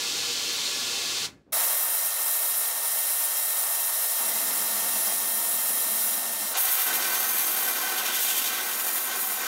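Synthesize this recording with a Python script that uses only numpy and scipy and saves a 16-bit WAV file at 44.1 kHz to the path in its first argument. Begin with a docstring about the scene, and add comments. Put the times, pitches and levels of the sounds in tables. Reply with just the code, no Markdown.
"""Inside a steel blast cabinet: a small sheet-metal body is sandblasted, first hood, then fender, then door.
An air jet and a hail of grit ring the part and the cabinet, whose walls scatter the sound to one microphone.
The air is released after the hood; a thin whistle runs under each pass, strongest on the fender.
The grit feed surges now and then, mostly on the door, where changing aim trades sizzle for drumming.
Low rumble comes from gloves and part moving; both channels carry the same sound."""
import sys
import numpy as np
from scipy import signal
from scipy.fft import rfft, irfft, next_fast_len
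from scipy.io import wavfile
from scipy.ndimage import map_coordinates

SR = 44100
rng = np.random.default_rng(int(sys.argv[2]) if len(sys.argv) > 2 else 0)


def store_pcm(level_fs):
    """Save levels as 16-bit WAV."""
    pcm = np.round(np.clip(level_fs, -1, 1) * 32767).astype(np.int16)
    wavfile.write(sys.argv[1], SR, np.atleast_2d(pcm).T)


N = 417627
TIME, HZ = np.arange(N) / SR, np.fft.rfftfreq(next_fast_len(N, True), 1 / SR)
FENDER_S, DOOR_S = 1.526, 6.539  # the nozzle opens on the fender and on the door


def amp(db):
    """Decibels to gain."""
    return 10 ** (np.asarray(db) / 20)


def evened(x):
    """Scales to rms 1."""
    return x / np.sqrt(np.mean(x ** 2) + 1e-20)


def read(points):
    """A short spectrum joined by lines on a log-frequency axis, in dB."""
    hz, db = np.transpose(points)
    return np.interp(np.log(HZ + 1), np.log(hz), db)


def spectrum(x):
    """Long Fourier transform."""
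    return rfft(x, next_fast_len(N, True))


def wave(z):
    """Back from a spectrum to sound."""
    return irfft(z, next_fast_len(N, True))[:N]


def resonance(hz, width_hz, power=2):
    """A peak of height 1 over frequency; a higher power makes it narrower."""
    return 1 / (1 + (2 * (HZ - hz) / width_hz) ** 2) ** power


def drift(rate_hz):
    """Smooth chance of rms 1 that moves up to about the given rate."""
    knots = rng.standard_normal(4096)
    knot_hz = np.fft.rfftfreq(4096, TIME[-1] / 4096)
    slow = irfft(rfft(knots) / (1 + (knot_hz / rate_hz) ** 4))
    return evened(np.interp(TIME, np.linspace(0, TIME[-1], len(slow)), slow))


def gate(start_s, end_s, ramp=.006):
    """One between two moments, with short ramps (s) centred on them."""
    opening = np.clip((TIME - start_s) / ramp + .5, 0, 1)
    return opening * np.clip((end_s - TIME) / ramp + .5, 0, 1)


def swell(moment_s, half_s):
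    """A smooth bump over time, 1 at its moment."""
    return np.exp(-.5 * ((TIME - moment_s) / half_s) ** 2)


def grit(grains_per_s, spread_db):
    """Single grains strike the metal at random with either sign; a few are large."""
    size = amp(spread_db * np.minimum(rng.exponential(1, N), 4))
    struck = rng.random(N) < grains_per_s / SR
    return evened(size * rng.choice([-1, 1], N) * struck)


def cabinet(wet, t60):
    """Frequency response of the direct path plus dense echoes from the steel walls, decaying 60 dB in t60 (s)."""
    t = TIME[:SR // 2]
    echoes = rng.standard_normal(len(t)) * amp(-60 * t / t60) * (t > .004)
    return (1 + wet * spectrum(echoes / np.linalg.norm(echoes))) / np.sqrt(1 + wet ** 2)


def glancing(x, echo=0.2, delay_s=.004, sway_s=.00004, count=3):
    """Reflections off nearby metal shift as the nozzle moves, so fine ripples wander through the treble."""
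    out = x
    for _ in range(count):
        late = TIME - delay_s * rng.uniform(.5, 2) - sway_s * drift(1.9)
        out = out + echo * map_coordinates(x, [late * SR], order=3)
    return out / np.sqrt(1 + count * echo ** 2)


# the three bands of the blast, in order roar of the jet, hiss of the air, sizzle of the grit: low_hz, high_hz
BANDS = [(500, 2200), (2200, 8000), (8000, 15700)]


def blast(levels, colour, modes, grit_share, grains_per_s, flutter_db, flutter_hz, churn_db, wet):
    """Turbulent air and grit ring the part and the cabinet; levels set roar, hiss and sizzle over time."""
    share = np.clip(grit_share, 0, 1)
    air = rng.standard_normal(N)
    drive = np.sqrt(1 - share) * air + np.sqrt(share) * grit(grains_per_s, spread_db=2.0)
    body_db = read(colour) + sum(db * resonance(hz, width) for hz, width, db in modes)
    ringing = spectrum(drive) * amp(body_db) * cabinet(wet, t60=0.12)
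    # soft crossovers at the band edges; neighbouring steps differ by one band
    above = [1, 1 / (1 + (2200 / (HZ + 1)) ** 8), 1 / (1 + (8000 / (HZ + 1)) ** 8), 0]
    flutter, surge, out = flutter_db * drift(flutter_hz), feed_db(), 0
    for k, (low, high) in enumerate(BANDS):
        inside = (HZ > low) & (HZ < high)
        strength = np.sqrt(np.sum(abs(ringing[inside]) ** 2) / (len(HZ) * N))  # rms of the band
        band = wave(ringing * (above[k] - above[k + 1])) / strength
        if k == 2:
            band = glancing(band)
        # the uneven feed shakes all bands at once, eddies churn each by itself; surges spare the roar
        level_db = levels[k] + flutter + churn_db * drift(22) + surge * (k > 0)
        out = out + band * amp(level_db)
    return out


HOOD_DB = (-41.5, -29.5, -39.7)  # base level of (roar, hiss, sizzle)
# the trigger is let go and the hose empties: moment, time constants in s and falls of (roar, hiss, sizzle)
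RELEASE_S, EMPTYING_S, RELEASE_FALL_DB = 1.257, (.24, 0.099, 0.11), (66, 62, 66)


def hood_levels():
    """Roar, hiss and sizzle hold steady until the trigger is let go; the roar dies last."""
    t = np.maximum(TIME - RELEASE_S, 0)
    return [HOOD_DB[k] - RELEASE_FALL_DB[k] * (1 - np.exp(-t / EMPTYING_S[k])) for k in range(len(BANDS))]


# broad colour of the blast on the hood: pitch_hz, density_db (per Hz, relative)
HOOD_COLOUR = [(40, -35.1), (100, -20.5), (220, -10.9), (450, -8.0), (700, -12.2), (1500, -14.0),
               (2200, -8.4), (3200, 0.0), (4500, -0.5), (7000, -4.5), (9000, -10.3), (10500, -15.1),
               (13000, -16.9), (15600, -19.6)]
# resonances and notches of part and cabinet at the hood: pitch_hz, width_hz, boost_db
HOOD_MODES = [(474, 45, 10.0), (523, 44, -10.2), (584, 38, 4.0), (648, 128, -7.1), (697, 41, 10.5),
              (725, 35, -5.2), (798, 35, 7.6), (972, 43, 7.6), (1141, 141, 8.6), (1391, 73, 9.1),
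              (1516, 90, 4.3), (1708, 80, 9.4), (2106, 117, 5.0), (2533, 80, 3.8), (2679, 55, 5.3),
              (2845, 195, -3.8), (3269, 43, -7.9), (4296, 64, 8.6)]


def hood_pass():
    """Mostly air on the hood, a nearly even hiss until the air is released."""
    return blast(hood_levels(), HOOD_COLOUR, HOOD_MODES, grit_share=0.092, grains_per_s=6000,
                 flutter_db=0.0, flutter_hz=60, churn_db=0.2, wet=0.37)


# whistles of the air: start_s, end_s, pitch_hz, level_db, wander_hz
WHISTLES = [(0, 1.27, 4292, -49, 14), (1.525, 6.54, 1820.5, -47.2, 1.6), (6.54, 9.47, 2090, -52.5, 4)]


def whistles():
    """Thin edge tones of the air, wavering in pitch and strength."""
    out = 0
    for start, end, hz, db, wander_hz in WHISTLES:
        turns = np.cumsum(hz + wander_hz * drift(6.9)) / SR
        tone = np.sqrt(2) * np.sin(2 * np.pi * turns)
        out = out + tone * amp(db + 0.34 * drift(4.2)) * gate(start, end)
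    return out


# low noise inside the cabinet: pitch_hz, density_db (per Hz, relative)
RUMBLE_COLOUR = [(20, -33.5), (40, -15), (65, -6), (140, -3), (250, -1.5), (500, -7.5), (1500, -31),
                 (9000, -68)]
# the gloves shift the part: start_s, end_s, level_db, brightness_db_per_octave
SHIFTS = [(-.1, 1.2, -75, -3), (1.197, 1.353, -52.5, -2), (1.46, 1.53, -60, 3), (1.53, 1.72, -72, 2),
          (6.53, 6.92, -73, -3), (7.17, 7.21, -76, -7), (7.56, 7.6, -77, -7), (8.28, 8.32, -80, -7)]
SHIFT_RISE_S, SHIFT_FALL_DB_PER_S = .006, 135


def rumble():
    """Lumpy low noise of the gloves and the part moving in the cabinet."""
    noise, out = spectrum(rng.standard_normal(N)) * amp(read(RUMBLE_COLOUR)), 0
    for start, end, db, brightness in SHIFTS:
        scuff = evened(wave(noise * amp(brightness * np.log2(HZ + 20))))
        rise = np.clip((TIME - start) / SHIFT_RISE_S, 0, 1)
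        out = out + scuff * rise * amp(db - SHIFT_FALL_DB_PER_S * np.maximum(TIME - end, 0))
    return out * amp(0.77 * drift(20))


FENDER_DB = (-40, -35.5, -26.5)  # base level of (roar, hiss, sizzle)
# pressure stored in the hose makes the start louder: length, excess of (roar, hiss, sizzle)
OVERSHOOT_S, OVERSHOOT_DB = 0.23, (6, 3, 1.5)
# the jet slips partly off the narrow fender: start_s, end_s, missed_share (0-1)
SLIPS = [(2.09, 2.22, 0.3), (2.69, 2.84, 0.37), (5.115, 5.29, 0.1), (6.196, 6.62, 0.5)]
SLIP_RAMP_S, SLIP_LOSS_DB = 0.046, (1.5, 1, 7.5)  # loss of (roar, hiss, sizzle) at a full miss
# the jet dwells on the flat and drums harder: (start, end), gain of (roar, hiss, sizzle)
DWELL_S, DWELL_DB = (4.19, 5.15), (1.4, 1.5, -0.4)


def fender_levels():
    """A strong start settles to a steady blast; slips off the metal dip it, and the flat lifts roar and hiss."""
    stored = np.exp(-((TIME - FENDER_S) / OVERSHOOT_S) ** 2)
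    missed = sum(share * gate(start, end, ramp=SLIP_RAMP_S) for start, end, share in SLIPS)
    dwelling = gate(*DWELL_S, ramp=SLIP_RAMP_S)
    return [FENDER_DB[k] + OVERSHOOT_DB[k] * stored - SLIP_LOSS_DB[k] * missed + DWELL_DB[k] * dwelling
            for k in range(len(BANDS))]


# broad colour of the blast on the fender: pitch_hz, density_db (per Hz, relative)
FENDER_COLOUR = [(30, -70), (70, -56), (120, -36.8), (200, -7.8), (350, -15.3), (650, -4.7), (1300, -8.1),
                 (2400, -12.9), (4500, -11.4), (6500, -10.3), (8000, -4.9), (9700, -0.5), (12000, -0.5),
                 (14300, -1.0), (15600, -2.8)]
# resonances and notches of part and cabinet at the fender: pitch_hz, width_hz, boost_db
FENDER_MODES = [(296, 45, 6.0), (659, 41, 4.2), (935, 52, 4.2), (1024, 121, -3.0), (1150, 97, 4.3),
                (1326, 150, 3.6), (1682, 56, -4.9), (1793, 39, -8.2), (1930, 35, 4.0), (2063, 159, 6.6),
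                (2263, 51, 4.6), (2361, 91, -7.0), (2721, 156, 5.5), (3202, 144, 7.4), (3482, 79, -3.7),
                (3632, 105, 5.9), (3794, 95, 5.2), (4013, 338, 6.8), (5175, 115, 6.0), (5378, 370, 6.5),
                (5812, 246, 8.6), (6757, 899, 3.0), (7460, 114, 5.3), (9160, 137, 4.3), (9914, 181, 4.0),
                (11221, 416, 3.5), (12515, 147, 4.6)]


def fender_pass():
    """More grit in the stream: a bright sizzle from the narrow fender."""
    return blast(fender_levels(), FENDER_COLOUR, FENDER_MODES, grit_share=0.18, grains_per_s=6000,
                 flutter_db=0.3, flutter_hz=110, churn_db=0.58, wet=0.29)


# the jet catches an edge and one band flares: start_s, end_s, pitch_hz, width_hz, boost_db
FLARES = [(1.6, 2.65, 13950, 800, 4), (4.85, 5.2, 15050, 350, 4), (4.95, 5.15, 11000, 1200, 3),
          (5.15, 6.2, 14400, 400, 5.5), (6.52, 6.62, 910, 600, 2.5), (6.55, 6.9, 14100, 1600, 0),
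          (7.2, 7.7, 12000, 900, 1), (7.15, 7.5, 6300, 400, 6), (7.95, 8.62, 3300, 1600, 3.5),
          (8.14, 8.5, 7550, 3500, 2), (8.7, 9.4, 9400, 1400, 3), (8.7, 9.5, 7000, 300, 7)]


def flared(x, fade_s=0.03):
    """Each flare lifts one band of the blast for a moment."""
    z, out = spectrum(x), x
    for start, end, hz, width, db in FLARES:
        band = wave(z * resonance(hz, width))
        out = out + (amp(db) - 1) * band * gate(start + fade_s / 2, end - fade_s / 2, ramp=fade_s)
    return out


# slugs of grit in the feed hose: moment_s, surge_db
SURGES = [(2.88, 0.5), (5.07, 1), (5.83, 0.5), (6.14, 0.5), (6.955, 2.5), (7.296, 1), (7.395, 0.5),
          (7.986, 2), (8.071, 2.5), (8.155, 2.4), (8.228, 2.8), (8.3, 1.5), (8.386, 2.5), (8.467, 2.5),
          (8.55, 1.8), (8.973, 1.5)]


def feed_db(width=0.018):
    """Each slug of grit swells the blast and leaves the stream leaner on both sides."""
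    return sum(db * (2 * swell(s, width) - swell(s, 2 * width)) for s, db in SURGES)


# aim at the door: moment_s, aim (0 = grazing and sizzling, 1 = square on and drumming)
AIM = [(6.6, 0.12), (6.83, 0.13), (6.91, 0.66), (7.2, 0.39), (7.4, 0.14), (7.63, .25), (7.87, 0.67),
       (8.1, .75), (8.22, 0.12), (8.4, 0.18), (8.58, 0.84), (8.73, 0.48), (8.96, 0.089), (9.05, 0.22),
       (9.125, 0.97), (9.21, .05), (9.35, 0.24), (9.45, 1)]


def door_aim():
    """How squarely the jet meets the door."""
    return np.interp(TIME, *np.transpose(AIM))


DOOR_DB = (-36.5, -34, -23.5)  # base level of (roar, hiss, sizzle)
SQUARE_ON_DB = (3, 3.7, -7.5)  # what full aim adds to (roar, hiss, sizzle)
SAG_DB_PER_S = (1.0, 1.4, 1.5)  # the air pressure sags through the pass
# air comes before grit, then the feed chugs between the two and settles
GRIT_LAG_S, GRIT_LAG_DB = 0.029, -16
CHUG_HZ, CHUG_SETTLE_S, CHUG_DB = 8.8, 0.38, (3, 3.2, -1)
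# the nozzle climbs to the window frame and back: moment, half length, gain of (roar, hiss, sizzle)
FRAME_S, FRAME_HALF_S, FRAME_DB = 8.3, 0.14, (-0.5, 4.5, 0.5)


def door_levels():
    """The feed chugs into life and the pressure sags, while the aim trades sizzle for roar and hiss."""
    t, aim = np.maximum(TIME - DOOR_S, 0), door_aim()
    chug = np.cos(2 * np.pi * CHUG_HZ * (t - GRIT_LAG_S)) * np.exp(-t / CHUG_SETTLE_S)
    at_frame = swell(FRAME_S, FRAME_HALF_S)
    roar, hiss, sizzle = (DOOR_DB[k] + SQUARE_ON_DB[k] * aim - SAG_DB_PER_S[k] * t + CHUG_DB[k] * chug
                          + FRAME_DB[k] * at_frame for k in range(len(BANDS)))
    return roar, hiss, sizzle + GRIT_LAG_DB * gate(0, DOOR_S + GRIT_LAG_S, ramp=0.011)


# modes of the door panel that the grit keeps sounding: pitch_hz, width_hz, grazed_level_db, square_on_extra_db
DOOR_RINGS = [(748, 90, -52, 5), (1534, 110, -44.5, 11.5)]
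RING_SAG_DB_PER_S = 1.6


def door_ring():
    """Narrow noise at two panel modes: the hail of grit keeps them sounding, most when it hits square on."""
    sag, out = RING_SAG_DB_PER_S * np.maximum(TIME - DOOR_S, 0), 0
    for hz, width, db, square_on_db in DOOR_RINGS:
        hail = spectrum(rng.standard_normal(N))
        ring = evened(wave(hail * resonance(hz, width, power=1.3)))
        out = out + ring * amp(db + square_on_db * door_aim() - sag)
    return out


# broad colour of the blast on the door: pitch_hz, density_db (per Hz, relative)
DOOR_COLOUR = [(30, -62), (70, -51), (120, -44.5), (200, -13.0), (400, -13.1), (800, -7.5), (1600, -7.8),
               (3000, -10.1), (5000, -10.8), (8000, -9.7), (10000, -6.7), (11500, -6.2), (12900, 0.0),
               (14300, -5.8), (15600, -5.0)]
# resonances and notches of part and cabinet at the door: pitch_hz, width_hz, boost_db
DOOR_MODES = [(364, 101, 5.9), (487, 60, 4.9), (744, 102, 6.5), (1084, 181, 5.4), (1222, 79, -5.5),
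              (1315, 105, 6.6), (1683, 150, -2.6), (1859, 100, 6.9), (1999, 41, 6.0), (2090, 38, 9.1),
              (2197, 40, -5.4), (2407, 126, 7.0), (2684, 58, 5.1), (2786, 71, 6.1), (3129, 137, 6.5),
              (3495, 106, 6.2), (3717, 208, 5.7), (3961, 48, 7.9), (4047, 47, 6.6), (4529, 145, 7.3),
              (4904, 89, 7.0), (5070, 300, -3.3), (5619, 696, 3.7), (6516, 899, 4.2), (7835, 122, 4.8),
              (8728, 550, 4.4), (10945, 465, 3.5)]


def door_pass():
    """The grittiest stream, of fewer grains, flutters on the door and keeps its panel ringing."""
    stream = blast(door_levels(), DOOR_COLOUR, DOOR_MODES, grit_share=0.32, grains_per_s=4500,
                   flutter_db=0.73, flutter_hz=70, churn_db=0.42, wet=0.28)
    return stream + door_ring()


def scene():
    """The three passes follow each other abruptly, heard through one microphone."""
    passes = hood_pass() * gate(-1, FENDER_S)
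    valve = gate(FENDER_S, 10, ramp=0.01)  # the valve takes 0.01 s to open
    passes = passes + fender_pass() * valve * gate(0, DOOR_S)
    passes = passes + door_pass() * gate(DOOR_S, 10)
    return np.tile(flared(passes) + whistles() + rumble(), (2, 1))


# stretches in which the bass thins out: start_s, end_s
THIN_BASS = [(1.52, 4.2), (6.535, 6.86)]
EDGE_HZ = 15760  # upper limit of the sound


def record(dry):
    """The bass thins out for two stretches; then a steep low-pass sets the band limit."""
    thin = np.clip(sum(gate(start, end, ramp=0.012) for start, end in THIN_BASS), 0, 1)
    # pitch_hz, gain_db
    bass_loss = [(60, 6.5), (150, -13.5), (220, -14.5), (320, -9.5), (450, -3.0), (600, -1), (2500, 0)]
    loss = amp(read(bass_loss))
    out = np.array([(1 - thin) * x + thin * wave(spectrum(x) * loss) for x in dry])
    low_pass = signal.firwin(1023, EDGE_HZ, window=("kaiser", 9), fs=SR)
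    return signal.oaconvolve(out, low_pass[None], "same")


dry = scene()
out = record(dry)
store_pcm(out)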